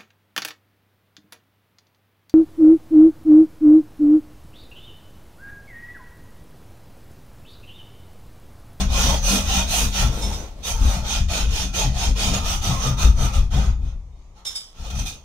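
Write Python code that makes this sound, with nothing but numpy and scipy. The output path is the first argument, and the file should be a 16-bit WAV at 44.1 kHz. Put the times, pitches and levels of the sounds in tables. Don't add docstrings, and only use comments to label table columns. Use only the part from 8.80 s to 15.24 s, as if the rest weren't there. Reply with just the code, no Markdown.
import sys
import numpy as np
from scipy import signal
from scipy.fft import rfft, irfft
from scipy.io import wavfile
from scipy.ndimage import uniform_filter1d

SR = 44100
rng = np.random.default_rng(int(sys.argv[2]) if len(sys.argv) > 2 else 0)


def generate_wav(signal):
    frames = np.transpose(np.atleast_2d(signal))
    scaled = np.clip(frames, -1, 1) * 32767
    pcm = np.round(scaled).astype(np.int16)
    wavfile.write(sys.argv[1], SR, pcm)


N = 284002
TIME = np.arange(N) / SR
FREQ = np.fft.rfftfreq(N, 1 / SR)

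# start in seconds, length in seconds, moment of top speed as a share
# of the length (0-1), drive of the blade in dB, drive of the rod in dB, fizz relative to the blade in dB.
STROKES = [(-0.005, 0.016, 0.12, -3.5, -8.5, -13.5), (0.077, .31, 0.39, -19, -26, -12),
           (0.408, 0.2, 0.4, -18, -27, -7.5), (0.618, 0.21, 0.52, -19.5, -27.5, -12),
           (0.86, 0.21, 0.34, -18.5, -27.5, -6.5), (1.108, 0.15, 0.38, -19.5, -25, -11.5),
           (1.301, 0.39, 0.16, -34.5, -38, -5), (1.814, .1, 0.48, -21, -31.5, -7),
           (1.924, 0.27, 0.58, -27.5, -31.5, -9.5), (2.211, .18, 0.51, -22.5, -31, -13),
           (2.476, 0.16, 0.29, -22.5, -27.5, -10), (2.661, 0.19, 0.53, -24.5, -32.5, -9),
           (2.924, 0.13, 0.23, -19.5, -26.5, -10.5), (3.097, 0.18, 0.61, -23.5, -29, -10.5),
           (3.347, 0.19, 0.26, -21, -29, -10.5), (3.505, 0.088, 0.48, -28.5, -29.5, -8),
           (3.617, .15, 0.36, -23.5, -30, -8.5), (3.809, 0.21, 0, -21.5, -26.5, -10.5),
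           (3.978, 0.12, 0.46, -23.5, -26, -12.5), (4.163, .1, .35, -21, -25, -10.5),
           (4.335, 0.14, 0.55, -26.5, -26.5, -8.5), (4.513, 0.07, 0.37, -28, -31, -7.5),
           (4.701, 0.22, 0, -30.5, -30.5, -9.5), (4.975, 0.15, 0.48, -52, -50.5, -7),
           (5.332, 0.19, 0.07, -63, -68, -12), (5.537, 0.075, 0.34, -51.5, -49.5, -5),
           (5.911, 0.26, 0.48, -40.5, -45, -9), (6.109, 0.13, 0.61, -35.5, -44, -5.5),
           (6.241, 0.064, 0.46, -28, -45, -8.5)]
# start in seconds, length in seconds, sway of the frame in dB,
# drumming of the top in dB, hum of the vise in dB.
JOLTS = [(-.021, 0.046, -31, -40, -13.5), (.17, 0.17, -30, -29, -28.5), (.477, 0.079, -31, -50, -17),
         (0.729, 0.053, -33, -42, -20.5), (0.976, 0.1, -17, -32, -29), (1.166, 0.12, -14, -21, -30.5),
         (1.406, 0.072, -17, -45, -29.5), (1.982, 0.08, -6, -27.5, -26.5),
         (2.134, 0.046, -36, -24.5, -26.5), (2.355, 0.068, -11.5, -26, -30.5), (2.571, 0.15, -16, -35, -39),
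         (2.804, 0.054, -42, -79, -27), (3.008, 0.088, -16, -19, -28.5), (3.248, 0.066, -8.5, -27, -27.5),
         (3.395, 0.17, -23, -29.5, -26), (3.845, 0.065, -35, -14.5, -24), (4.036, 0.08, -18.5, -17, -28),
         (4.225, 0.056, 0, -27, -24.5), (4.354, 0.11, -16, -22, -31.5), (4.545, .049, -3.5, -29, -30.5),
         (4.701, 0.11, -13, -21, -26.5), (4.848, 0.055, -9.5, -32, -39), (4.962, 0.12, -20, -60, -42.5),
         (5.128, 0.035, -20, -46, -51), (6.081, .15, -22, -31, -36.5)]


def saw():
    # centre in Hz, offset in Hz at which the gain has halved, relative level in dB.
    blade_modes = [(2462, 82, 0.5), (2920, 34, -3.5), (3280, 100, -0.5), (3642, 105, -4), (3673, 26.5, 3.5),
                   (4230, 74, -6.5), (5476, 140, -2.5), (6218, 265, -1), (6680, 245, -3.5)]
    sing_modes = [(5990, 114, -2.5), (6146, 130, 4.5), (6332, 43, 3.5), (8430, 177, -13), (10810, 260, -18),
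                  (13740, 350, -25.5), (15500, 450, -24)]
    fizz_modes = [(8480, 750, 0.5), (9900, 92, -0.5), (10920, 350, -2.5), (14190, 44, -7)]
    rod_modes = [(470, 25, -4.5), (550, 30, -2.5), (642, 32, 0.5), (704, 23, 2.5), (784.4, 28, 4.5),
                 (864, 40, -1), (930, 42, 2), (1064, 36, -0.5), (1143, 54, -4), (1363, 43, -1.5),
                 (1494, 35, -3), (1890, 190, -9.5)]
    neck_modes = [(1198, 28, 13.5), (1291, 49, 7.5), (2040, 28, -10.5)]
    # frequency in Hz, relative level in dB.
    blade_colour = [(1000, -59), (1700, -13), (2200, -19), (2500, -5), (3600, -3), (3900, -4.5),
                    (4600, -4.5), (6800, -10), (7300, -19), (9000, -64.5)]
    fizz_colour = [(5500, -51), (7200, -2), (7700, -9), (9000, -9), (11500, -5.5), (12200, -6),
                   (15700, -15)]
    rod_colour = [(150, -33), (300, -7), (450, -8), (850, -2), (1050, -10.5), (1400, -5), (1700, -17),
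                  (2300, -14.5), (4000, -51.5)]
    # time in seconds,
    # thin neck relative to the rod in dB, singing relative to the rest of the blade in dB.
    cut = [(0, -12, -3), (1.3, -17.5, -2), (2.1, -13.5, -1), (3.2, -22.5, -28.5), (3.7, -3.5, -3.5),
           (4.45, -3.5, -1.5), (5, -11, -25.5), (6.2, -7.5, -2.5)]
    # time in seconds, jump in force in dB.
    snags = [(1.831, 1), (2.483, 5), (3.536, 7), (6.05, 4), (6.102, 9), (6.151, 7), (6.189, 8.5),
             (6.259, 9)]
    power, release_s = 1.18, 0.04
    resting_db = -70

    rub_rows = [(*timing, blade_db) for *timing, blade_db, _, _ in STROKES]
    bite_rows = [(*timing, blade_db + fizz_db) for *timing, blade_db, _, fizz_db in STROKES]
    rubbing = np.hypot(pushes(rub_rows, power, release_s), amp(resting_db))
    biting = pushes(bite_rows, power, release_s)
    speed = np.sqrt(rubbing / rubbing.max())

    force = teeth(speed, catches_per_s=1100, spread_db=1.0, chip_s=0.00035, rub_db=6)
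    snagging = 1
    for s, db in snags:
        snagging = snagging + (amp(db) - 1) * (TIME >= s) * np.exp(-abs(TIME - s) / 0.014)
    force = force * snagging

    blade = wander(body(force, blade_colour, blade_modes), patchy_db=2.5, patch_hz=220, patch_s=0.082)
    sing = wander(body(force, modes=sing_modes), patchy_db=4, patch_hz=149.3, patch_s=0.12)
    fizz = wander(body(force, fizz_colour, fizz_modes), patchy_db=2.5, patch_hz=250, patch_s=0.037)
    rod = wander(body(force, rod_colour, rod_modes), patchy_db=3.5, patch_hz=130, patch_s=0.087)
    neck = body(force, modes=neck_modes)

    neck_db, sing_db = along(cut)
    steel = (blade + amp(sing_db) * sing) / np.hypot(1, amp(sing_db))
    chips = speed ** 0.42 * fizz
    aluminium = (rod + amp(neck_db) * neck) / np.hypot(1, amp(neck_db))
    return rubbing * steel + biting * chips + pressure() * aluminium


def pressure():
    rows = [(*timing, rod_db) for *timing, _, rod_db, _ in STROKES]
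    return pushes(rows, power=0.9, release_s=0.045)


def teeth(speed, catches_per_s, spread_db, chip_s, rub_db):
    caught = rng.random(N) < catches_per_s * speed / SR
    size = amp(spread_db * np.minimum(rng.exponential(1, N), 4))
    keep = np.exp(-1 / (chip_s * SR))
    tearing = signal.lfilter([1], [1, -keep], (caught * size) ** 2)
    force = np.sqrt(tearing / tearing.mean() + amp(rub_db) ** 2)
    return steadied(force * noise_pair(), span=0.09)


def wander(x, patchy_db, patch_hz, patch_s):
    hz, t, z = signal.stft(x, SR, nperseg=1024, noverlap=768)
    bins, frames = max(1, round(patch_hz / hz[1])), max(1, round(patch_s / t[1]))
    patches = uniform_filter1d(rng.standard_normal(z.shape[1:]), bins, axis=0)
    patches = unit(uniform_filter1d(patches, frames, axis=1))
    _, coloured = signal.istft(z * amp(patchy_db * patches), nperseg=1024, noverlap=768)
    return unit(coloured[:, :N])


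def pushes(rows, power, release_s):
    drive = np.zeros(N)
    for start, length, peak, db in rows:
        during = (TIME > start) & (TIME < start + length)
        warp = np.log(0.5) / np.log(np.clip(peak, 0.05, 0.95))
        phase = ((TIME[during] - start) / length) ** warp
        drive[during] += amp(db) * np.sin(np.pi * phase).clip(0) ** power
    keep = np.exp(-1 / (release_s * SR))
    return signal.lfilter([1 - keep], [1, -keep], drive)


def bench():
    # centre in Hz, offset in Hz at which the gain has halved, relative level in dB.
    frame_modes = [(29.7, 4.8, -3.5), (45.4, 17.5, 18.5), (62.5, 8.9, -2.5), (83, 21, -20)]
    top_modes = [(124.2, 17.4, 3.5), (146, 21, -10.5)]
    vise_modes = [(193.2, 9.7, -1.5), (238, 12.4, -12.5), (283.6, 9.5, -17.5)]
    # frequency in Hz, relative level in dB.
    frame_colour = [(8, -38.5), (22, -2), (80, 11), (130, -92.5)]
    top_colour = [(50, -51.5), (105, -19), (160, -23), (260, -73)]
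    vise_colour = [(110, -47), (170, -28.5), (400, -29.5), (900, -64)]
    sway_share_db, drum_share_db, hum_share_db = -1, -17, -25.5
    grip_db = -7.5

    sway_db, drum_db, hum_db = np.transpose(JOLTS)[2:]
    sway = steadied(body(noise_pair(), frame_colour, frame_modes), span=0.075)
    drum = steadied(body(noise_pair(), top_colour, top_modes), span=0.19)
    hum = steadied(body(noise_pair(), vise_colour, vise_modes), span=0.042)
    swaying = shaking(sway_db, sway_share_db)
    drumming = shaking(drum_db, drum_share_db)
    humming = np.hypot(shaking(hum_db, hum_share_db), amp(grip_db) * pressure())
    return swaying * sway + drumming * drum + humming * hum


def shaking(jolt_db, share_db):
    # time in seconds,
    # level in dB of the steady rocking before a part's share is applied.
    effort = [(0, -18), (1.5, -29), (1.76, -36.5), (1.95, -26.5), (4.22, -23.5), (4.9, -23), (5.3, -40.5),
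              (5.7, -50), (5.95, -57.5), (6.0, -29.5), (6.25, -33), (6.44, -55)]
    lurch_db, lurch_s = 2, 0.11
    settle_s = 0.051

    window = signal.windows.hann(int(lurch_s * SR))
    lurch = unit(signal.fftconvolve(rng.standard_normal(N), window, "same"))
    rocking = amp(along(effort)[0] + share_db + lurch_db * lurch)
    rows = [(start, length, 0.5, db) for (start, length, *_), db in zip(JOLTS, jolt_db)]
    return np.hypot(rocking, pushes(rows, 0.73, settle_s))


def clinks():
    # start in seconds,
    # rod level in dB, stub level in dB, scrape level in dB, length of contact in seconds.
    contacts = [(1.411, -33, -60, -40, 0.031), (1.52, -37.5, -46, -59, 0.019),
                (5.648, -30.5, -54, -35, .031), (5.747, -35, -28.5, -46, 0.017)]
    # frequency in Hz, relative level in dB, 60 dB decay time in seconds.
    rod_ring = [(2230, -10.5, 0.2), (3650, 0.5, .2), (5330, 3.5, 0.22), (7040, -6, .25), (7400, -3.5, .12),
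                (8970, -7.5, 0.15), (10800, -11, 0.18), (12120, -21, .22), (13520, -24, .2),
                (14560, -23, .22)]
    stub_ring = [(3080, -16, 0.47), (4925, 0, 0.28), (5335, -3, 0.32), (7800, -7, 0.28), (9530, -9.5, .22),
                 (10330, -16, 0.22), (12110, -18, .2), (13790, -23, .2)]
    # frequency in Hz, relative level in dB.
    scrape_colour = [(300, -3), (1200, 2), (2700, -3.5), (3400, 14), (4400, 1), (6000, 11), (7500, 0.5),
                     (11000, -1), (13000, -11), (15500, -18)]

    force = teeth(1, catches_per_s=1200, spread_db=4.0, chip_s=0.00044, rub_db=-3)
    scrape = body(force, scrape_colour)
    out, t = np.zeros((2, N)), TIME[:SR // 2]
    for s, rod_db, stub_db, scrape_db, length in contacts:
        span = slice(round(s * SR), round(s * SR) + len(t))
        contact = np.sqrt(np.sin(np.pi * np.minimum(t / length, 1)).clip(0))
        rasp = np.minimum(t / 0.0057, 1) * amp(-60 * np.maximum(t - length, 0) / 0.51)
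        out[:, span] += amp(scrape_db) * rasp * scrape[:, span]
        for modes, level_db in ((rod_ring, rod_db), (stub_ring, stub_db)):
            for hz, db, t60 in modes:
                swell = signal.fftconvolve(contact, amp(-60 * t / t60))[:len(t)]
                flutter = uniform_filter1d(rng.standard_normal((2, len(t))), size=160)
                chatter = 1 + 0.4 * unit(flutter)
                ring = np.sin(2 * np.pi * (hz * t + rng.random((2, 1))))
                out[:, span] += amp(level_db + db) * swell / swell.max() * chatter * ring
    return out


def sleeve():
    # time in seconds, level in dB before a lift of 2.5 dB.
    brushes = [
        [(1.25, -42.5), (1.432, -38), (1.6, -39), (1.762, -51.5), (1.83, -42)],
        [(5.95, -78), (6.006, -54), (6.332, -53), (6.42, -55)],
    ]
    # frequency in Hz, relative level
    # in dB.
    cloth_colour = [(150, 3), (350, -1), (600, -2), (1150, -11.5), (1500, -18), (4000, -15), (12000, -30)]

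    cloth = body(teeth(0.47, catches_per_s=320, spread_db=-11, chip_s=0.0025, rub_db=7), cloth_colour)
    level = np.zeros(N)
    for rows in brushes:
        during = (TIME > rows[0][0]) * (TIME < rows[-1][0])
        level += amp(along(rows)[0] + 2.5) * during
    return cloth * uniform_filter1d(level, size=2000)


def workshop(x, early_t60, room_t60, room_db):
    # frequency in Hz, level relative to the direct path in dB.
    scatter = [(150, -51), (350, -14.5), (800, 2), (2000, 6.5), (15000, 0.5)]
    # frequency in Hz, left minus right in dB.
    balance_db = [(60, 3.5), (380, 3), (700, 1.5), (1300, 0.5), (2200, -1), (2500, -1.5), (3400, -6.5),
                  (4200, 2.5), (4900, 3), (6100, -8.5), (7200, -5), (8200, -4), (10800, -3.5),
                  (13000, -0.5), (15000, 3.5)]

    early_noise, room_noise = rng.standard_normal((2, 2, N))
    early = unit(early_noise * amp(-60 * TIME / early_t60))
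    room = unit(room_noise * amp(-60 * TIME / room_t60))
    scattered = rfft(early + amp(room_db) * room)
    scattered = scattered / np.sqrt(np.mean(abs(scattered) ** 2))
    paths = 1 + amp(across(scatter)) * scattered
    paths /= np.sqrt(uniform_filter1d(abs(paths) ** 2, size=900, axis=1))
    paths *= amp(np.outer([1, -1], across(balance_db)) / 2)
    response = np.roll(irfft(paths, N), N // 2, axis=1)
    return signal.fftconvolve(x, response, axes=1)[:, N // 2:N // 2 + N]


def still_air():
    # frequency in Hz, relative level in dB per Hz.
    air_colour = [(18, -20), (30, 5), (65, -31.5), (180, -25.5), (328, -28), (1200, -31), (1440, -46.5),
                  (2250, -38), (4090, -67), (6530, -46.5), (15000, -64)]
    return amp(-49.5) * body(noise_pair(), air_colour)


def noise_pair():
    # frequency in Hz, likeness of the microphones (limited below to 0-1).
    likeness = [(60, 1), (130, 1.5), (290, 0.63), (640, 1), (1400, 0.23), (3000, 0)]
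    left, other = rfft(rng.standard_normal((2, N)))
    alike = np.clip(across(likeness), 0, 1)
    right = alike * left + np.sqrt(1 - alike ** 2) * other
    return irfft(np.array([left, right]), N)


def body(x, broad=None, modes=()):
    power = np.zeros(len(FREQ)) if broad is None else amp(across(broad)) ** 2
    for hz, width, db in modes:
        power = power + amp(db) ** 2 / (1 + ((FREQ - hz) / width) ** 2) ** 2
    log_gain = np.log(power + 1e-10) / 2
    cepstrum = irfft(log_gain, N) * 2 * (TIME < TIME[N // 2])
    phase = rfft(cepstrum).imag
    return unit(irfft(rfft(x) * np.exp(log_gain + 1j * phase), N))


def steadied(x, span):
    window = signal.windows.hann(int(span * SR))
    power = signal.fftconvolve(np.mean(x ** 2, axis=0), window / window.sum(), "same")
    return x / np.sqrt(abs(power) + 1e-6)


def across(points):
    hz, value = np.transpose(points)
    return np.interp(np.log(FREQ + 1), np.log(hz), value)


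def along(rows):
    rows = np.array(rows)
    s, *columns = rows[np.argsort(rows[:, 0])].T
    return [np.interp(TIME, s, column) for column in columns]


def amp(db):
    return 10 ** (np.asarray(db) / 20)


def unit(x):
    return x / np.sqrt(np.mean(x ** 2) + 1e-20)


def scene():
    work = workshop(saw() + bench() + sleeve(), early_t60=0.032, room_t60=0.21, room_db=-9.5)
    clink_gain = amp([[-2], [1.5]])
    return work + clink_gain * clinks() + still_air()


def record(dry):
    cutoff_hz = 15750
    low_pass = signal.firwin(1023, cutoff_hz, window=("kaiser", 9), fs=SR)
    return signal.oaconvolve(dry, low_pass[None], "same", axes=1)


dry = scene()
out = record(dry)
generate_wav(out)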